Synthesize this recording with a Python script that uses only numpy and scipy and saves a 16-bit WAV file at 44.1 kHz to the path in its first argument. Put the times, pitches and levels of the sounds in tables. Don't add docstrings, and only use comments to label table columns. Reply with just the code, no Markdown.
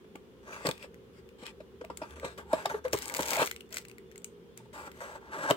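import sys
import numpy as np
from scipy import signal
from scipy.fft import rfft, irfft, next_fast_len
from scipy.io import wavfile
from scipy.ndimage import uniform_filter1d

SR = 44100
rng = np.random.default_rng(int(sys.argv[2]) if len(sys.argv) > 2 else 0)


def master(y):
    cut = np.clip(np.atleast_2d(y).T, -1, 1)
    pcm = np.round(cut * 32767)
    wavfile.write(sys.argv[1], SR, pcm.astype(np.int16))


N = 245195

# (time [s], level [dB], panel pitch [Hz], ring time scale [ms])
KNOCK_EVENTS = [(.042, -52, 417, 5.7), (.153, -41, 342, 2.9), (.651, -26.5, 520, 1.3),
                (.657, -35, 298, 3.5), (.669, -29, 463, 2.6), (.687, -27, 492, 4), (.694, -33.5, 346, 3.4),
                (.842, -43.5, 533, 3.7), (1.426, -45, 503, 7), (1.603, -42, 605, 5.4),
                (1.811, -35, 476, 6.3), (1.842, -40, 647, 5.8), (1.9, -34.5, 947, 2.1),
                (2.017, -30, 624, 4.45), (2.034, -39, 917, 4.5), (2.23, -36, 566, 2.7),
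                (2.243, -30.5, 526, 4.4), (2.379, -43, 415, 10), (2.531, -19.5, 634, 6.6),
                (2.655, -21.5, 713, 3.1), (2.712, -34, 874, 6.2), (2.742, -27.5, 432, 8.1),
                (2.85, -24.5, 509, 9.8), (2.931, -26, 385, 1.25), (2.944, -26.5, 435, 5.2),
                (3.191, -24, 910, 2.4), (3.372, -28, 650, 5.5), (3.393, -26, 590, 3.1),
                (3.409, -27.5, 908, 6.2), (3.418, -25.5, 480, 3.6), (4.6, -53.5, 896, 5.7),
                (4.656, -58, 890, 4.7), (5.492, -30.5, 550, 1.15), (5.501, -24, 615, 1.24),
                (5.507, -14.5, 555, 4.24)]
# (frequency [Hz], gain [dB])
SNAP_COLOUR = [(900, -33), (1500, -6), (1800, -15.5), (2100, -2.5), (2800, -10.5), (5500, -10.5),
               (8600, -7.5), (10300, -21), (12000, -12.5), (15500, -15)]


def undb(db):
    return 10 ** (np.asarray(db) / 20)


def level(x, db):
    return x * undb(db) / np.sqrt(np.mean(x ** 2))


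def curve(table):
    s, *columns = np.transpose(table)
    return [np.interp(np.arange(N) / SR, s, c) for c in columns]


def colour(x, points):
    hz, db = np.transpose(points)
    f = np.maximum(np.arange(1025) * SR / 2048, 1)
    log_gain = np.interp(np.log(f), np.log(hz), db) * np.log(10) / 20
    cepstrum = irfft(log_gain)
    cepstrum[1:1024] *= 2
    cepstrum[1025:] = 0
    response = irfft(np.exp(rfft(cepstrum)))
    return signal.fftconvolve(x, response)[:len(x)]


def ring(x, hz, width_hz):
    return signal.lfilter(*signal.iirpeak(hz, hz / width_hz, SR), x)


def walk(rate_hz):
    k = int(SR / rate_hz)
    steps = np.repeat(rng.standard_normal(N // k + 1), k)
    return uniform_filter1d(uniform_filter1d(steps, k), k)[:N]


def add(track, s, sound):
    i = int(s * SR)
    track[..., i:i + sound.shape[-1]] += sound[..., :N - i]


def room():
    # (frequency [Hz], gain [dB])
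    air_colour = [(15, -32.5), (35, -21), (60, -13.5), (142, -14), (214, -4), (313, -12.5), (400, -2),
                  (500, -11), (640, -25), (952, -23.5), (1880, -31), (3320, -33), (4500, -39),
                  (9000, -45.5), (16000, -45.5)]
    # (frequency [Hz], level [dB rms], width of each of two filter passes [Hz])
    hum_tones = [(59, -70, 5.1), (122, -68, 10), (172.4, -67.5, 5.5), (375.8, -64.5, 25),
                 (411.7, -65.5, 12), (465, -64, 3.7), (520, -71, 3.1), (2870, -84.5, 28), (3190, -83, 26),
                 (3490, -82.5, 17)]
    # (middle [s], Gaussian half width [s], added level [dB])
    drone_swells = [(1.3, .35, -74), (2.25, .3, -57.5), (3.1, 0.26, -62.5), (4.88, 0.19, -71)]
    air_db, drone_hz, drone_width_hz, drone_floor_db = -55.5, 74, 11, -71.5

    mid, side = (colour(rng.standard_normal(N), air_colour) for _ in range(2))
    highpass = signal.butter(2, 800, "high", fs=SR, output="sos")
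    side = 0.5 * side + 0.7 * signal.sosfilt(highpass, side)
    air = level(mid + side * np.array([[1], [-1]]), air_db)

    t = np.arange(N) / SR
    drone_gain = undb(drone_floor_db)
    for s, half_s, db in drone_swells:
        drone_gain = drone_gain + undb(db) * np.exp(-.5 * ((t - s) / half_s) ** 2)
    tones = [(hz, undb(db), width_hz) for hz, db, width_hz in hum_tones]
    tones.append((drone_hz, drone_gain, drone_width_hz))
    for hz, gain, width_hz in tones:
        tone = ring(ring(rng.standard_normal(N), hz, width_hz), hz, width_hz)
        air = air + gain * level(tone, 0)
    return air


def reflections(x, t60_s=0.17):
    t = np.arange(SR // 3) / SR
    tails = rng.standard_normal((2, len(t))) * 1000 ** (-t / t60_s) * (t > .002)
    tails = tails / np.sqrt(np.sum(tails ** 2) / 2)
    return signal.fftconvolve(x[None], tails, axes=1)[:, :N]


def grit(per_s, spread_db):
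    size = undb(spread_db * np.minimum(rng.exponential(size=N), 3.5)) * rng.choice([-1, 1], N)
    return size * (rng.random(N) < per_s / SR)


def snap(hz, length_ms, noise):
    age = np.arange(len(noise)) / SR * 1000 / max(length_ms, .2)
    burst = age ** 2 * np.exp(-1.6 * age)
    tail = .02 * np.exp(-age / 9) * (age > 1)
    crack = colour(noise * (burst + tail), SNAP_COLOUR)
    tone = ring(noise * burst, hz, hz / 6)
    sound = crack / np.abs(crack).max() + 1.04 * tone / np.abs(tone).max()
    return sound / np.abs(sound).max()


def ticks():
    # (time [s], level before port balance [dB], pitch [Hz])
    tick_events = [(0.156, -38, 2500), (0.6682, -16.5, 4560), (0.6894, -20, 2670), (0.7125, -22.5, 3350),
                   (0.778, -40, 2470), (0.8273, -34.5, 2770), (0.9438, -41, 2060), (1.29, -46, 2490),
                   (1.466, -31.5, 3280), (1.849, -35, 2400), (1.9722, -30, 8100), (2.1083, -41.5, 3050),
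                   (2.198, -36.5, 2150), (2.2495, -37, 3100), (2.531, -24.5, 8700), (2.6581, -19.5, 3740),
                   (2.881, -33.5, 2260), (2.9284, -34, 8600), (3.0217, -25, 8400), (3.057, -25.5, 8600),
                   (3.08, -26.5, 8550), (3.098, -26, 2130), (3.3326, -18.5, 2150), (3.3566, -22, 2260),
                   (3.473, -23.5, 2240), (3.5125, -22, 2130), (3.563, -29.5, 2360), (3.6067, -35, 2880),
                   (3.726, -30, 5070), (3.7432, -24.5, 8100), (3.7693, -23, 2010), (3.851, -36.5, 2290),
                   (3.8842, -36, 8050), (3.897, -42.5, 2250), (3.914, -39.5, 2560), (3.9828, -37.5, 2070),
                   (4.115, -43, 1970), (4.122, -48, 2190), (4.158, -39.5, 2110), (4.1784, -35.5, 7450),
                   (4.219, -51, 2300), (4.2448, -25.5, 7450), (4.5755, -32, 8300), (4.916, -39, 2220),
                   (5.5017, -23.5, 7540), (5.5083, -15.5, 3000)]
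    # (time [s], relative level [dB])
    crumple_force = [(2.91, -66), (2.93, -35.5), (3.0, -48), (3.2, -41.5), (3.41, -36), (3.5, -48.5),
                     (3.62, -71), (3.7, -58.5), (3.77, -40.5), (3.83, -61)]
    brisk_per_s, brisk_db, density_law = 340, -39, 0.5
    port_balance_db = [[2.1], [-2.1]]

    snaps = np.zeros((2, N))
    noises = rng.standard_normal((len(tick_events), 2, 2048))
    lengths_ms = rng.uniform(0.72, 1.53, len(tick_events))
    for (s, db, hz), noise, ms in zip(tick_events, noises, lengths_ms):
        pair = np.array([snap(hz, ms, noise[0]), snap(hz, ms, noise[0] + noise[1])])
        add(snaps, s - .001, undb(db) * pair)

    db, = curve(crumple_force)
    per_s = brisk_per_s * undb(density_law * (db - brisk_db))
    t = np.arange(N) / SR
    moving = (t > crumple_force[0][0]) & (t < crumple_force[-1][0])
    age_s = t[:500]
    burst = age_s / 0.00083 * np.exp(1 - age_s / 0.00052) + 0.084 * np.exp(-age_s / 0.0072)
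    clicks = np.abs(grit(per_s * moving, 4.6)) * undb(db)
    shower = signal.fftconvolve(clicks, burst)[:N]
    shared, own = (level(colour(rng.standard_normal(N), SNAP_COLOUR), 0) for _ in range(2))
    crackle = np.array([shared, .6 * shared + .8 * own]) * shower
    return (snaps + crackle) * undb(port_balance_db)


def box(push, grip_db=0):
    # (frequency [Hz], width of each of two filter passes [Hz], gain [dB])
    box_modes = [(175.4, 80, -3), (291.4, 100, 1.5), (397.4, 30, 2.5), (557, 192, 6), (630, 190, -26),
                 (862, 222, 2), (1181, 74, 1), (1353, 280, -0.5), (1538, 200, -2)]
    total = 0
    for hz, width_hz, db in box_modes:
        mode = ring(ring(push, hz, width_hz), hz, width_hz)
        total = total + undb(db + grip_db * walk(9)) * mode
    return total


def rubbing():
    # (start [s], end [s], box level [dB], hiss level [dB], swell from start to end [dB])
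    strokes = [(.424, 0.514, -53.5, -67.5, 20), (0.518, 0.657, -45.5, -47, 3),
               (0.653, 0.709, -39, -34.5, -17), (0.733, 0.784, -65, -55, -1),
               (0.792, 0.842, -56.5, -46.5, 7.5), (1.13, 1.2, -67.5, -60, 3),
               (1.38, 1.436, -59.5, -53, 17.5), (1.451, 1.51, -57.5, -45, -17),
               (1.896, 2.044, -61.5, -75, 27), (2.051, 2.141, -53.5, -59.5, 0),
               (2.155, 2.255, -51.5, -54.5, -8.5), (2.243, 2.375, -53, -50, -22),
               (2.374, 2.414, -42.5, -46.5, -6), (2.43, 2.533, -61, -64, 33),
               (2.542, 2.665, -47, -48, -13.5), (2.691, 2.788, -42, -53, -12.5),
               (2.84, 2.912, -44.5, -61, -21), (2.966, 3.07, -53.5, -44.5, -8),
               (3.056, 3.203, -45.5, -60, -1), (3.185, 3.362, -39.5, -36.5, 5.5),
               (3.376, 3.43, -30.5, -25.5, 1.5), (3.708, 3.81, -62, -52.5, -6),
               (4.567, 4.66, -68, -60, -15), (4.728, 4.871, -47.5, -49.5, -2.5), (4.89, 5.01, -60, -57, 8),
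               (5.001, 5.159, -45.5, -53.5, 3), (5.206, 5.335, -47.5, -73, 11),
               (5.31, 5.503, -39.5, -53, 8.5)]
    # (frequency [Hz], gain [dB])
    card_colour = [(880, -21), (1500, -11), (1870, -4), (2220, -1.5), (5810, -12.5), (8600, -8.5),
                   (10100, -21.5), (12000, -21), (15500, -25), (16500, -51)]
    attack_s, release_s = .0054, 0.011
    treble_base_db, treble_per_hollow = 1.5, 0.49
    rustle_db, rustle_treble_db = -10.5, -5.5
    rustle_attack_s, rustle_decay_s = 0.0016, .014

    t = np.arange(N) / SR
    levels = np.zeros((3, N))
    for start, end, box_db, hiss_db, swell_db in strokes:
        along = np.clip((t - start) / (end - start), 0, 1)
        attack = np.minimum(along * (end - start) / attack_s, 1)
        release = np.exp(-np.maximum(t - end, 0) / release_s)
        stroke = attack * release * undb(swell_db * (along - .5))
        treble_db = treble_base_db + treble_per_hollow * (box_db - hiss_db)
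        gains = undb([[box_db], [hiss_db], [hiss_db + treble_db]])
        levels = np.hypot(levels, gains * stroke)
    for s, db, *_ in KNOCK_EVENTS:
        rise = np.clip((t - s) / rustle_attack_s, 0, 1)
        rustle = rise * np.exp(-np.abs(t - s) / rustle_decay_s)
        gains = undb([[db + rustle_db], [db + rustle_db + rustle_treble_db]])
        levels[1:] = np.hypot(levels[1:], gains * rustle)
    on_box, on_skin, on_tips = levels

    pressure = undb(3.1 * walk(45))
    slips = level(signal.lfilter([1, -.93], 1, grit(2000, 2.7)), 0)
    hollow = box(slips * on_box * pressure, 3.94) / np.std(box(slips))

    hiss = 0
    fibres = np.array([level(colour(grit(6000, 3.9), card_colour), 0) for _ in range(2)])
    edges_hz = np.geomspace(900, 17500, 14)
    for low_hz, high_hz in zip(edges_hz, edges_hz[1:]):
        bandpass = signal.butter(2, [low_hz, high_hz], "band", fs=SR, output="sos")
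        weight = on_skin if low_hz < 5500 else on_tips
        hiss = hiss + signal.sosfilt(bandpass, fibres) * undb(2.5 * walk(11)) * weight
    return hollow, hiss * pressure


def swing(t, hz, ring_ms):
    age = t * 1000 / max(ring_ms, .5)
    shape = age ** 0.87 * np.exp(-.5 * age ** 1.77)
    return shape / shape.max() * np.sin(2 * np.pi * hz * t)


def knocks():
    # (time [s], level [dB], pitch [Hz])
    floor_bumps = [(.151, -47, 274), (.655, -36, 248), (0.682, -30.5, 159), (1.425, -40, 257),
                   (2.244, -41, 181), (2.533, -26.5, 295), (2.936, -38.5, 103), (3.391, -47, 105.5),
                   (5.51, -33.5, 240)]
    shake_db, shake_law, usual_ring_ms = 1.5, -0.45, 4.04
    bump_cycles = 0.92

    panel, push = np.zeros(N), np.zeros(N)
    t = np.arange(SR // 8) / SR
    shove = t / 0.0016 * np.exp(-t / 0.002)
    noises = rng.standard_normal((len(KNOCK_EVENTS), len(t)))
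    for (s, db, hz, ring_ms), noise in zip(KNOCK_EVENTS, noises):
        add(panel, s - 0.25 * ring_ms / 1000, undb(db) * swing(t, hz, ring_ms))
        shake = undb(db + shake_db) * (ring_ms / usual_ring_ms) ** shake_law
        add(push, s - .001, shake * noise * shove)
    for s, db, hz in floor_bumps:
        add(panel, s, undb(db) * swing(t, hz, bump_cycles / hz * 1000))
    return panel + 7.1 * box(push)


def ports(both):
    lag_s, one_body_hz = .00027, 1100
    size = next_fast_len(N + 64)
    f = np.arange(size // 2 + 1) * SR / size
    share = 1 / (1 + (one_body_hz / (f + 1)) ** 8)
    delay = np.exp(-2j * np.pi * f * lag_s * share)
    right = irfft(rfft(both[1], size) * delay, size)[:N]
    return np.array([both[0], right])


def scene():
    hollow, hiss = rubbing()
    card = (hollow + knocks()) * undb([[.6], [-.6]])
    near = card + ticks()
    echoes = undb(-10) * reflections(near.mean(axis=0))
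    return ports(near) + echoes + hiss * undb([[1.8], [-1.8]]) + room()


def record(dry):
    soften_hz, top_hz = 15900, 16900
    soft = signal.sosfilt(signal.ellip(7, .5, 26, soften_hz, fs=SR, output="sos"), dry)
    return signal.sosfilt(signal.ellip(10, .2, 70, top_hz, fs=SR, output="sos"), soft)


dry = scene()
out = record(dry)
master(out)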